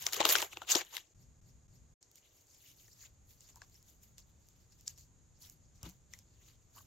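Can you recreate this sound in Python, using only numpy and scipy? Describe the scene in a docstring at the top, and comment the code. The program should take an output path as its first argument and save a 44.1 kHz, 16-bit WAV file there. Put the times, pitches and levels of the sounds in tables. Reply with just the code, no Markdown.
"""Hands work a thin plastic bag, heard close by in stereo, in a quiet room with low rumble and a hiss near 7 kHz.
First comes a second of loud crumpling: noise and tiny random creases rustle, short bursts with ringing folds snap.
Then an editor's splice plays one short quiet piece three times and leaves a brief silence.
Soft squeezing and sticky ticks follow, with short hollow rings; near 5.8 s damped low rings make a set-down thud.
"""
import sys
import numpy as np
from scipy import signal
from scipy.io import wavfile

SR = 44100
rng = np.random.default_rng(int(sys.argv[2]) if len(sys.argv) > 2 else 0)


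def materialize(psi):
    """Save the field psi as 16-bit PCM at rate SR to the path in sys.argv[1].

    A 1-D psi becomes a single channel; in a 2-D psi each row is a channel.
    """
    bounded = np.clip(np.atleast_2d(psi).T, -1, 1)
    quanta = np.round(bounded * 32767).astype(np.int16)
    wavfile.write(sys.argv[1], SR, quanta)


N = 302526   # length in samples, about 6.9 s

# Each squeeze or pull of the film: peak_s, level_db (of the 4.5-8 kHz zone, before the hollows ring along),
# swell_s, fade_s, then relative to that level: low_db, middle_db, treble_db
SQUEEZES = [(.026, -54, .05, 0.082, -10.5, -3, 3), (0.069, -49.5, 0.029, 0.055, -8, -1, -3),
            (0.135, -43.5, 0.02, 0.056, -12, -2, 1), (.17, -49.5, 0.074, 0.087, -3, -1, -4),
            (0.207, -43.5, 0.017, 0.038, -1, 5.5, -14), (.252, -44.5, 0.025, 0.062, 2, 2, -7),
            (.272, -49, 0.036, 0.044, -4.5, 2.5, -7), (0.3, -37, 0.042, 0.073, -6.5, -3, 0.5),
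            (.327, -42, .05, 0.03, -9, -3, 10.5), (.357, -42, 0.072, 0.09, -4.5, 2.5, -2.5),
            (.395, -48.5, .06, 0.058, -7.5, -5, 0), (0.426, -47, 0.029, 0.038, 0, -1, 2.5),
            (.527, -57.5, 0.027, 0.035, -10.5, -2, -3), (0.573, -67, 0.035, 0.048, 0, 4, 0),
            (.624, -64.5, 0.027, 0.044, 0, 0.5, -3.5), (.692, -44, .02, 0.056, -8.5, -2, -7),
            (0.717, -29.5, 0.024, 0.025, -21, -8, -3.5), (0.757, -42, 0.051, 0.056, -4.5, -2.5, -5.5),
            (.785, -45.5, 0.049, 0.033, -13, -6, -3.5), (0.81, -54.5, 0.069, 0.027, 1, 6, -7),
            (.866, -73, 0.13, 0.045, -5.5, 3.5, 0), (.94, -56.5, 0.019, 0.082, -9.5, -2, -4.5),
            (0.973, -56, 0.081, 0.027, -8.5, 2, 2.5), (1.0, -72.5, .05, 0.058, -13.5, 3.5, -7.5),
            (1.07, -81.5, .1, .2, -24, -9, -12), (1.225, -77.5, 0.088, .08, -20, -12.5, -6.5),
            (2.032, -75, 0.032, .08, -27.5, -18, -18.5), (2.116, -81.5, 0.038, 0.16, -25, -9.5, -11.5),
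            (2.182, -70.5, 0.051, 0.038, -31.5, -6.5, -1), (2.243, -78.5, 0.042, 0.12, -25, 1.5, -2),
            (2.382, -76, .13, 0.22, -21.5, -8, 0), (2.495, -71, .045, 0.26, -24, -13.5, -6),
            (2.55, -72.5, .05, 0.038, -30.5, -12, -6.5), (2.682, -67.5, 0.15, 0.085, -29, -3.5, 2),
            (2.804, -71, 0.092, 0.28, -28.5, -9.5, 0.3), (2.932, -70, 0.072, 0.032, -33, -19, -7.5),
            (3.022, -61, 0.081, 0.065, -21, -10.5, -5), (3.06, -71, .05, 0.035, -11.5, 1, 0),
            (3.302, -74, 0.046, 0.096, -29, -6, 5.5), (3.417, -70, 0.048, 0.22, -22, -11.5, -3.5),
            (3.497, -71.5, 0.093, 0.062, -16, -8, -7), (3.569, -70.5, 0.024, 0.026, -19.5, -11.5, 1.5),
            (3.632, -68, 0.047, 0.036, -5.5, -6, -12.5), (3.76, -74.5, 0.19, 0.11, -25.5, -7.5, -1.5),
            (3.891, -72.5, 0.072, 0.11, -18, -8.5, 1), (4.035, -73, 0.038, 0.11, -26, -6.5, 1.5),
            (4.19, -62.5, 0.019, 0.043, -27, -11, -6.5), (4.29, -87, 0.062, .06, -12, -1.5, 4),
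            (4.49, -80.5, .22, 0.29, -18, -8.5, -3), (4.625, -80, .1, .08, -14.5, -8.5, -4.5),
            (4.726, -72, 0.033, .035, -27.5, -16, -11), (4.812, -77.5, 0.16, 0.18, -27.5, -9, -3),
            (4.879, -55.5, 0.019, 0.06, -22, -9.5, -5.5), (4.985, -65, 0.025, 0.051, -22.5, -15.5, -6.5),
            (5.015, -70.5, .04, 0.068, -28, -13.5, -4), (5.365, -79.5, .03, 0.28, -23.5, -17.5, -20),
            (5.42, -64, 0.018, .08, -21.5, -17, -0.5), (5.45, -65, .05, 0.086, -15.5, -5.5, 1.8),
            (5.52, -75, 0.042, 0.045, -26, -7, 4.5), (5.636, -82, .035, .13, -19.5, -21, -29.5),
            (5.765, -75, 0.047, .11, -15.5, -12.5, -10.5), (5.858, -61, 0.043, 0.053, -4, -2.5, -4.5),
            (5.9, -73.5, 0.042, 0.09, -9, -5, 0.5), (6.135, -69.5, .035, 0.083, -12.5, -4, -3),
            (6.191, -77, 0.094, 0.078, -25, -8, -4.5), (6.342, -82, .2, .09, -24, -9.5, -12.5),
            (6.43, -79, 0.091, .1, -13.5, -1.5, -4), (6.488, -72, 0.11, 0.089, -13.5, -4.5, -2.5),
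            (6.615, -86, 0.067, .25, -15.5, -10, -6), (6.757, -71, .025, .06, -9, -7, -0.5),
            (6.782, -66.5, 0.057, 0.092, -9, -8.5, 1.5)]
SQUEEZE_DEPTH_DB = 20   # a swell starts and a fade ends this far under the peak
SQUEEZE_ROUNDNESS = 1.1   # 1 is a sharp peak, more is a rounder top
SQUEEZE_BASS_SLOPE, SQUEEZE_BASS_DB = 1.5, -2.5   # the deepest zone follows the lows, more steeply
REST_DB = -110   # faint floor between squeezes


def handling():
    """Each squeeze swells to its peak and fades; overlapping ones add up as power. Gives a level in dB per zone."""
    columns = np.transpose(SQUEEZES)[:, :, None]
    peak_s, level_db, swell_s, fade_s, low_db, middle_db, treble_db = columns
    t = np.arange(0, N / SR + .002, .001)
    distance = np.maximum((peak_s - t) / swell_s, (t - peak_s) / fade_s)
    shape_db = level_db - SQUEEZE_DEPTH_DB * distance ** SQUEEZE_ROUNDNESS
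    bass_db = SQUEEZE_BASS_SLOPE * low_db + SQUEEZE_BASS_DB
    zone_db = []
    for colour_db in (bass_db, low_db, middle_db, 0, treble_db):
        power = np.sum(from_db(shape_db + colour_db) ** 2, axis=0) + from_db(REST_DB) ** 2
        zone_db.append(np.interp(np.arange(N) / SR, t, 10 * np.log10(power)))
    return zone_db


# Hollows of the bag that ring along: pitch_hz, width_hz, level_db
BAG_HOLLOWS = [(746, 35, -8), (1520, 50, -7), (2899, 180, -4), (4560, 210, -6), (7070, 450, -4)]
# Extra left-right balance of the film's sound: pitch_hz, left_over_right_db
FILM_BALANCE = [(300, 0.5), (1500, 3.5), (4000, -0.5), (10000, -2.5)]
# Where the bag is held: time_s, left_over_right_db
BAG_PAN = [(0, 3.5), (0.449, 1), (.7, 3.5), (1.051, 3.5), (2.0, 2.5), (6.86, 2)]
GRAINS_PER_S, GRAIN_SPREAD_DB = 1500, 3   # typical rate of tiny creases, and how unequal they are


def rustle(soft_smooth_share, hard_smooth_share, patchy_db):
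    """Thousands of tiny creases flip at random, in clumps, over a smooth sliding noise; the bag's hollows ring along."""
    zone_db = handling()
    drive_db = zone_db[3]
    flips = rng.random(N) < GRAINS_PER_S * from_db(4 * drift(60)) / SR
    sizes = flips * from_db(GRAIN_SPREAD_DB * np.minimum(rng.exponential(1, N), 3.8))
    # gentle handling slides, hard handling crackles
    smooth_share = np.interp(drive_db, [-72, -50], [soft_smooth_share, hard_smooth_share])
    smooth_share = np.clip(smooth_share, 0, 1)
    power = smooth_share + (1 - smooth_share) * rms_one(sizes) ** 2
    pairs = rng.standard_normal((2, 2, N)) * np.sqrt(power)

    film = np.zeros((2, N))
    for hz, band in bands(pairs, FILM_LIKENESS, 250, 17000):
        gain = from_db(film_db(hz, zone_db) + patchy_db * drift(37))
        film += band * gain * sides(at_hz(FILM_BALANCE, hz))[:, None]
    hollows = np.zeros((2, N))
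    for hz, width_hz, level_db in BAG_HOLLOWS:
        b, a = signal.iirpeak(hz, hz / width_hz, fs=SR)
        hollows += from_db(level_db) * signal.lfilter(b, a, film)
    pan_db = np.interp(np.arange(N) / SR, *np.transpose(BAG_PAN))
    return (film + hollows) * sides(pan_db)


# Creases that snap: start_s, peak_db, ring_hz (fold), release_ms,
# then relative to the peak: low_db, middle_db, treble_db; last left_over_right_db
SNAPS = [(0.0233, -30.5, 6900, .71, -29, -20.5, 14, -0.5),
         (0.0658, -15, 5030, 0.48, -18, -10.5, -14.5, 2.5), (0.1314, -22.5, 4060, 0.67, -27, -21, -16, 1),
         (0.1414, -28.5, 3000, .46, -30, -19, -16, 13), (0.2032, -16, 800, .8, -10.5, -8.5, -30, -0.5),
         (0.2109, -28, 684, 0.33, -9, -17, -36, 5.5), (0.2279, -27, 2860, .67, -7, -1.5, -21, 1),
         (0.252, -11.5, 2980, 0.81, -12.5, -29, -19.5, 5.5), (0.29, -15.5, 5080, 0.63, -11, -15, -9, 6),
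         (0.3098, -27, 3000, .52, -19, -23, -6, 9), (0.3218, -32, 7000, .45, -24, -6, -14, 6),
         (0.3422, -29, 2860, 0.72, -4, -1, -13, -6), (0.3528, -13, 1400, 0.97, -19, -8.5, -32, 7),
         (0.3603, -24, 6900, 0.92, -25, -33, -20.5, 0), (0.3849, -25, 2880, 0.67, -24, -14, -27, 7),
         (0.4186, -22.5, 7100, 0.27, -20, -13, -15, -3), (0.4245, -22.5, 3070, 0.55, -11, -13, -21, 7),
         (0.5303, -37, 2650, 0.97, -11, -16, -24, 3.5), (0.5703, -30, 2600, 0.73, -4, -6, -34, 2.5),
         (0.618, -31, 1420, 0.34, -2, -7.5, -33, 4), (0.648, -52, 2790, .66, -6, -2.5, -9, 3),
         (0.6902, -26.5, 3220, .67, -26, -21, -32, 1.2), (0.704, -25.5, 5870, 0.6, -26, -16, -16, 1.5),
         (0.718, -13, 6160, .73, -28, -28, -27, 0), (0.7301, -32, 7100, 0.79, -14, -21, -15, 6),
         (0.7512, -16.5, 5000, 0.5, -22, -13, -20.5, 11.5), (0.7548, -14.5, 6340, 0.41, -15, -17, -38, 2),
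         (0.7687, -29, 6450, 0.85, -4, -15, -24, 16), (0.8488, -45, 7210, .6, -19, -18, -9, -2.5),
         (0.9668, -25.5, 3510, 0.88, -36, -8.5, -17, 1), (0.9781, -37.5, 1860, 0.51, -30, -4, -29, 12.5),
         (2.027, -47, 6850, 0.83, -36.5, -34.5, -31.5, 3), (2.114, -52, 6210, 0.66, -33, -24, -2, 2),
         (2.156, -47, 7110, 0.86, -32, -29, -5, -4.5), (2.469, -57.5, 6920, 0.58, -30.5, -22, -8, 1),
         (2.547, -48.5, 6880, .46, -31, -23.5, -14, -1.2), (2.605, -57, 4000, 0.69, -32, -8, -14, 1.5),
         (2.765, -59, 6900, .6, -30.5, -28, 5.5, 1), (2.8794, -51, 6670, .6, -22, -15.5, -10.5, 1),
         (3.0395, -55.5, 1900, .6, -29, -17, -11.5, 10.5), (3.3074, -56, 4090, .52, -25, -13, -8.5, -0.5),
         (3.4065, -44, 7050, .6, -32, -38.5, -23, 3.5), (3.49, -54, 6930, .6, -21, -18.5, -18, -2),
         (3.4995, -49, 7050, 0.79, -20, -22, -18, 0.6), (3.5573, -46, 6900, 0.65, -29, -24, -7, 3),
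         (3.6174, -39, 1500, .73, -19.5, -15.5, -35.5, 3.5), (3.697, -56, 6900, .6, -30.5, -26.5, -2, 2.5),
         (3.743, -52.5, 6810, .55, -29.5, -21, -4.5, -3), (3.8267, -52.5, 6650, 0.63, -31, -30.5, 1.2, 4),
         (3.898, -52, 6900, .6, -29, -23.5, -4.5, 0.5), (4.033, -51, 6900, .6, -30.5, -22, 0.5, 1.5),
         (4.1808, -41.5, 6610, 0.6, -30.5, -20, -25, -2), (4.4863, -50, 6440, .65, -31.5, -29, -6, 0),
         (4.7215, -53, 6500, .6, -27.5, -21, -12.5, 2), (4.809, -49, 6920, .72, -27.5, -14.5, -6.5, 4),
         (4.8781, -22.5, 6800, 0.66, -51, -35.5, -40, 1), (4.977, -48.5, 7160, .49, -30, -19.5, -17, 2.5),
         (5.0092, -53, 6760, .46, -33.5, -23, -17.5, 2), (5.4973, -41.5, 6750, 0.96, -38, -32, -0.6, -2),
         (5.8298, -33.5, 6460, 0.85, -17.5, -25.5, -11, 1.5), (5.865, -50, 4260, .67, -13, -7, -23, 0.3),
         (5.8904, -44.5, 7030, .6, -23, -21.5, 1, 6), (5.896, -43.5, 6290, .98, -26.5, -26, -0.3, 4.5),
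         (6.136, -35.5, 6200, 0.66, -35, -14, -20, 6), (6.1882, -44.5, 6520, 0.79, -33, -25, -14, -1.5),
         (6.4984, -59.5, 3576, .6, -21, -13, -14.5, 5.5)]
SNAP_BASS_SLOPE, SNAP_BASS_DB = .9, -5.5   # the deepest zone follows the lows
SNAP_TOP_DB = -11   # the 4.5-8 kHz zone is the same for all snaps
FOLD_CYCLES = 11   # a fold's ring falls by 60 dB in this many cycles
FOLD_SHARE = 1   # strength of the fold beside the burst


def snaps():
    """Each snap is a short ragged burst, coloured by the film, with one fold ringing out."""
    start_s, peak_db, ring_hz, release_ms, low_db, middle_db, treble_db, pan_db = np.transpose(SNAPS)
    bass_db = SNAP_BASS_SLOPE * low_db + SNAP_BASS_DB
    zone_db = [bass_db, low_db, middle_db, SNAP_TOP_DB + 0 * start_s, treble_db]
    count = len(start_s)
    t = np.arange(1500) / SR
    age = 1000 * t / release_ms[:, None]
    shape = age ** 2 * np.exp(-2 * age)   # the crease gives way, then lets go
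    draws = rng.standard_normal((count, 5, len(t)))
    raggedness = from_db(6.2 * draws[:, 4:])
    bursts = draws[:, :4] * shape[:, None] * raggedness

    scatter = rng.standard_normal((count, len(EDGES)))   # every snap has its own colour
    pairs = bursts.transpose(1, 0, 2).reshape(2, 2, count, -1)
    body = np.zeros((2, count, len(t)))
    for k, (hz, band) in enumerate(bands(pairs, FILM_LIKENESS, 250, 17000)):
        body += band * from_db(film_db(hz, zone_db) + 1.9 * scatter[:, k])[:, None]

    out = np.zeros((2, N + len(t)))
    for k, at in enumerate(np.round(start_s * SR).astype(int)):
        push = bursts[k, 0] + 0.12 * bursts[k, 1] * [[1], [-1]]   # slightly different left and right
        fold = ring(push, ring_hz[k], FOLD_CYCLES / ring_hz[k])
        b, a = signal.iirpeak(ring_hz[k], 1.5, fs=SR)
        fold = signal.lfilter(b, a, fold)   # a small fold sends out no bass
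        snap = rms_one(body[:, k]) + FOLD_SHARE * rms_one(fold)
        snap = snap / np.abs(snap.mean(axis=0)).max()   # the peak sets the size
        out[:, at:at + len(t)] += snap * from_db(peak_db[k]) * sides(pan_db[k])[:, None]
    return out[:, :N]


# Basic colour of the film: pitch_hz, level_db (per Hz)
FILM = [(160, -55), (280, -23), (344, -7.5), (436, -8.5), (792, -7), (1010, -3.5), (1420, -8), (1800, -10),
        (2950, -10), (4010, -6.5), (6910, 2), (9080, -19.5), (12600, -11), (15700, -18), (16500, -35)]
# How alike left and right are for the film: pitch_hz, likeness (0 unrelated, 1 identical)
FILM_LIKENESS = [(250, .7), (700, .6), (1400, .3), (3100, .5), (6800, .45), (10000, 0), (15000, .1)]
# Zones of the film's sound (bass, low middle, middle, top, treble): low_hz, high_hz
ZONES = [(280, 700), (800, 1600), (1900, 4000), (4500, 8000), (10500, 15500)]


def film_db(hz, zone_db):
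    """The film's colour, bent so that each zone carries its own level."""
    zone_ends = np.log(np.ravel(ZONES))
    level_db = at_hz(FILM, hz)
    for z, (low, high) in enumerate(ZONES):
        grid = np.linspace(low, high, 40)
        density = np.mean(from_db(at_hz(FILM, grid)) ** 2)
        carried_db = 10 * np.log10(density * np.ptp(grid) * 2 / SR)
        # full inside the zone, sliding to nothing at its neighbours
        share = np.interp(np.log(hz), zone_ends, np.repeat(np.eye(5)[z], 2))
        if share:
            level_db = level_db + share * (zone_db[z] - carried_db)
    return level_db


# Short hollow rings, likely air pockets popping: start_s, peak_db, pitch_hz
POCKETS = [(0.6193, -37, 1350), (.637, -52.5, 1450), (2.882, -62.5, 1848), (3.018, -63.5, 1910),
           (3.035, -64, 1770), (3.05, -62.5, 2100), (3.545, -66, 952), (3.562, -55.5, 910),
           (3.571, -56, 980), (3.581, -61, 936), (3.618, -52, 1690), (3.62, -53, 1106), (6.137, -46, 1980),
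           (6.15, -60, 2110), (6.766, -59, 1124), (6.771, -56, 1060), (6.78, -57, 3000),
           (6.782, -50.5, 1130), (6.807, -57.5, 1110)]
POCKET_T60_S = 0.027   # time to fall by 60 dB
# Dull knocks, a thump in the crumpling, then the set-down and its bounces:
# start_s, peak_db, body_hz, t60_s (time to fall by 60 dB)
THUDS = [(0.755, -29, 341.4, 0.04), (5.835, -44, 88.4, 0.11), (5.85, -43.5, 61.9, 0.096),
         (5.865, -50, 200.5, 0.13), (5.877, -44.5, 184, 0.088), (5.86, -49, 323, 0.078),
         (5.885, -59.5, 311, 0.065)]


def knocks(table, contact_s, pan_db):
    """A soft noisy contact rings one damped resonance."""
    out = np.zeros(N + 9000)
    length = round(contact_s * SR)
    for start_s, peak_db, hz, t60 in table:
        push = np.zeros(9000)
        push[:length] = np.hanning(length) * (1 + .5 * rng.standard_normal(length))
        tone = ring(np.gradient(push), hz, t60)
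        at = round(start_s * SR)
        out[at:at + len(push)] += tone / np.abs(tone).max() * from_db(peak_db)
    return out[:N] * sides(pan_db)[:, None]


# How alike left and right are for the room: pitch_hz, likeness (0 unrelated, 1 identical)
ROOM_LIKENESS = [(40, .9), (130, .72), (290, .55), (640, .3), (1400, .2), (3100, .37), (6800, .53),
                 (15000, 0)]


def room_noise(spectrum, low_hz, high_hz, patchy_db):
    """Steady stereo noise, rms 1, shaped band by band; each band's level wanders slowly."""
    white = rng.standard_normal((2, 2, N))
    out = np.zeros((2, N))
    for hz, band in bands(white, ROOM_LIKENESS, low_hz, high_hz):
        out += band * from_db(at_hz(spectrum, hz) + patchy_db * drift(1.8))
    return rms_one(out)


LOOP_START_S, LOOP_LENGTH_S, RESUME_S = 1.142, .2667, 2.007
LOOP_FADE_S = 0.0065


def splice(x):
    """One quiet piece, faded at both ends, plays three times; silence follows until the sound fades back in."""
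    start, length, resume = round(LOOP_START_S * SR), round(LOOP_LENGTH_S * SR), round(RESUME_S * SR)
    t = np.arange(length) / SR
    piece = x[:, start:start + length] * np.clip(np.minimum(t, t[::-1]) / LOOP_FADE_S, 0, 1)
    n = np.arange(N)
    outside_s = np.maximum(start - n, n - resume) / SR   # distance from the spliced stretch
    out = x * np.clip(outside_s / LOOP_FADE_S, 0, 1)
    out[:, start:start + 3 * length] = np.tile(piece, 3)
    return out


def from_db(db):
    """Turn decibels into gain."""
    return 10 ** (np.asarray(db) / 20)


def rms_one(x):
    """Scale to rms 1."""
    return x / np.sqrt(np.mean(x ** 2) + 1e-20)


def at_hz(points, hz):
    """Read a table between its points, with pitch on a log axis."""
    table_hz, values = np.array(points).T
    return np.interp(np.log(hz), np.log(table_hz), values)


def drift(rate_hz):
    """A slow random wander of spread 1: smoothed noise made at every 40th sample, then joined by lines."""
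    r = np.exp(-80 * np.pi * rate_hz / SR)
    noise = rng.standard_normal(N // 40 + 2002)
    slow = signal.lfilter([1], [1, -2 * r, r * r], noise)[2000:]   # drop the filter's start-up
    return np.interp(np.arange(N) / 40, np.arange(len(slow)), rms_one(slow))


def ring(x, hz, t60):
    """A damped resonance: a unit click starts a sine of height about 1 that falls by 60 dB in t60 seconds."""
    r, w = from_db(-60 / (t60 * SR)), 2 * np.pi * hz / SR
    return signal.lfilter([0, np.sin(w)], [1, -2 * r * np.cos(w), r * r], x)


# Borders of the narrow bands, in Hz
EDGES = np.concatenate([20 * 2 ** np.arange(0, 8.1, 1 / 3),
                        np.arange(5800, 8300, 600), np.arange(9200, 17300, 1000)])


def bands(pairs, likeness, low_hz, high_hz):
    """Cut noise into narrow stereo bands; neighbours come from unrelated (mid, side) pairs."""
    for k, (low, high) in enumerate(zip(EDGES, EDGES[1:])):
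        if low_hz <= low < high_hz:
            sos = signal.butter(2, [low, high], "band", fs=SR, output="sos")
            mid, side = signal.sosfilt(sos, pairs[k % 2])
            hz = np.sqrt(low * high)
            alike = np.clip(at_hz(likeness, hz), -1, 1)
            mid, side = np.sqrt(1 + alike) * mid, np.sqrt(1 - alike) * side
            yield hz, np.array([mid + side, mid - side])


def sides(pan_db):
    """Left and right gains; a positive value makes the left louder."""
    return from_db(np.array([pan_db / 2, -pan_db / 2]))


# Colour of the low rumble: pitch_hz, level_db (per Hz, relative)
RUMBLE = [(12, -33), (20, -5.5), (102, 1), (180, -11), (209, -17.5), (247, -11.5), (300, -25.5), (390, -52),
          (660, -120)]
# Level of the low rumble over time: time_s, level_db
RUMBLE_LEVEL = [(0, -55), (.11, -72.5), (0.212, -64), (1.13, -78), (1.145, -61), (1.41, -64.5),
                (2.02, -76.5), (2.41, -75), (3.11, -66), (4.5, -66.5), (4.76, -64.5), (5.79, -64.5),
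                (6.4, -66), (6.86, -65.5)]
# Colour of the hiss, with a peak near 7 kHz: pitch_hz, level_db (per Hz, relative)
HISS = [(250, -6), (450, -7), (900, -13), (3000, -20.5), (5400, -19.5), (6150, -15.5), (6900, -2),
        (7550, -15.5), (8000, -24), (11000, -25), (13500, -29), (14500, -41), (16500, -55)]
HISS_DB = -72.5   # rms level


def scene():
    """Add bag, hands and room, then splice."""
    bag = rustle(soft_smooth_share=0.68, hard_smooth_share=0.35, patchy_db=3.5) + snaps()
    pocket_rows = [(*row, POCKET_T60_S) for row in POCKETS]
    pockets = knocks(pocket_rows, contact_s=0.00018, pan_db=4.0)
    thuds = knocks(THUDS, contact_s=0.0026, pan_db=2.5)
    hiss = from_db(HISS_DB) * room_noise(HISS, 250, 17000, patchy_db=0.16)
    rumble = room_noise(RUMBLE, 20, 320, patchy_db=1.0) * sides(1.0)[:, None]
    rumble_db = np.interp(np.arange(N) / SR, *np.transpose(RUMBLE_LEVEL))
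    return splice(bag + pockets + thuds + hiss + rumble * from_db(rumble_db))


CUTOFF_HZ = 17000   # from here up the sound is at least 70 dB down


def record(dry):
    """The sound has a narrow dip near 10 kHz; a steep low-pass filter cuts the top."""
    b, a = signal.iirnotch(9900, 9.0, fs=SR)
    dipped = signal.lfilter(b, a, dry)
    return signal.sosfilt(signal.cheby2(12, 70, CUTOFF_HZ, fs=SR, output="sos"), dipped)


dry = scene()
out = record(dry)
materialize(out)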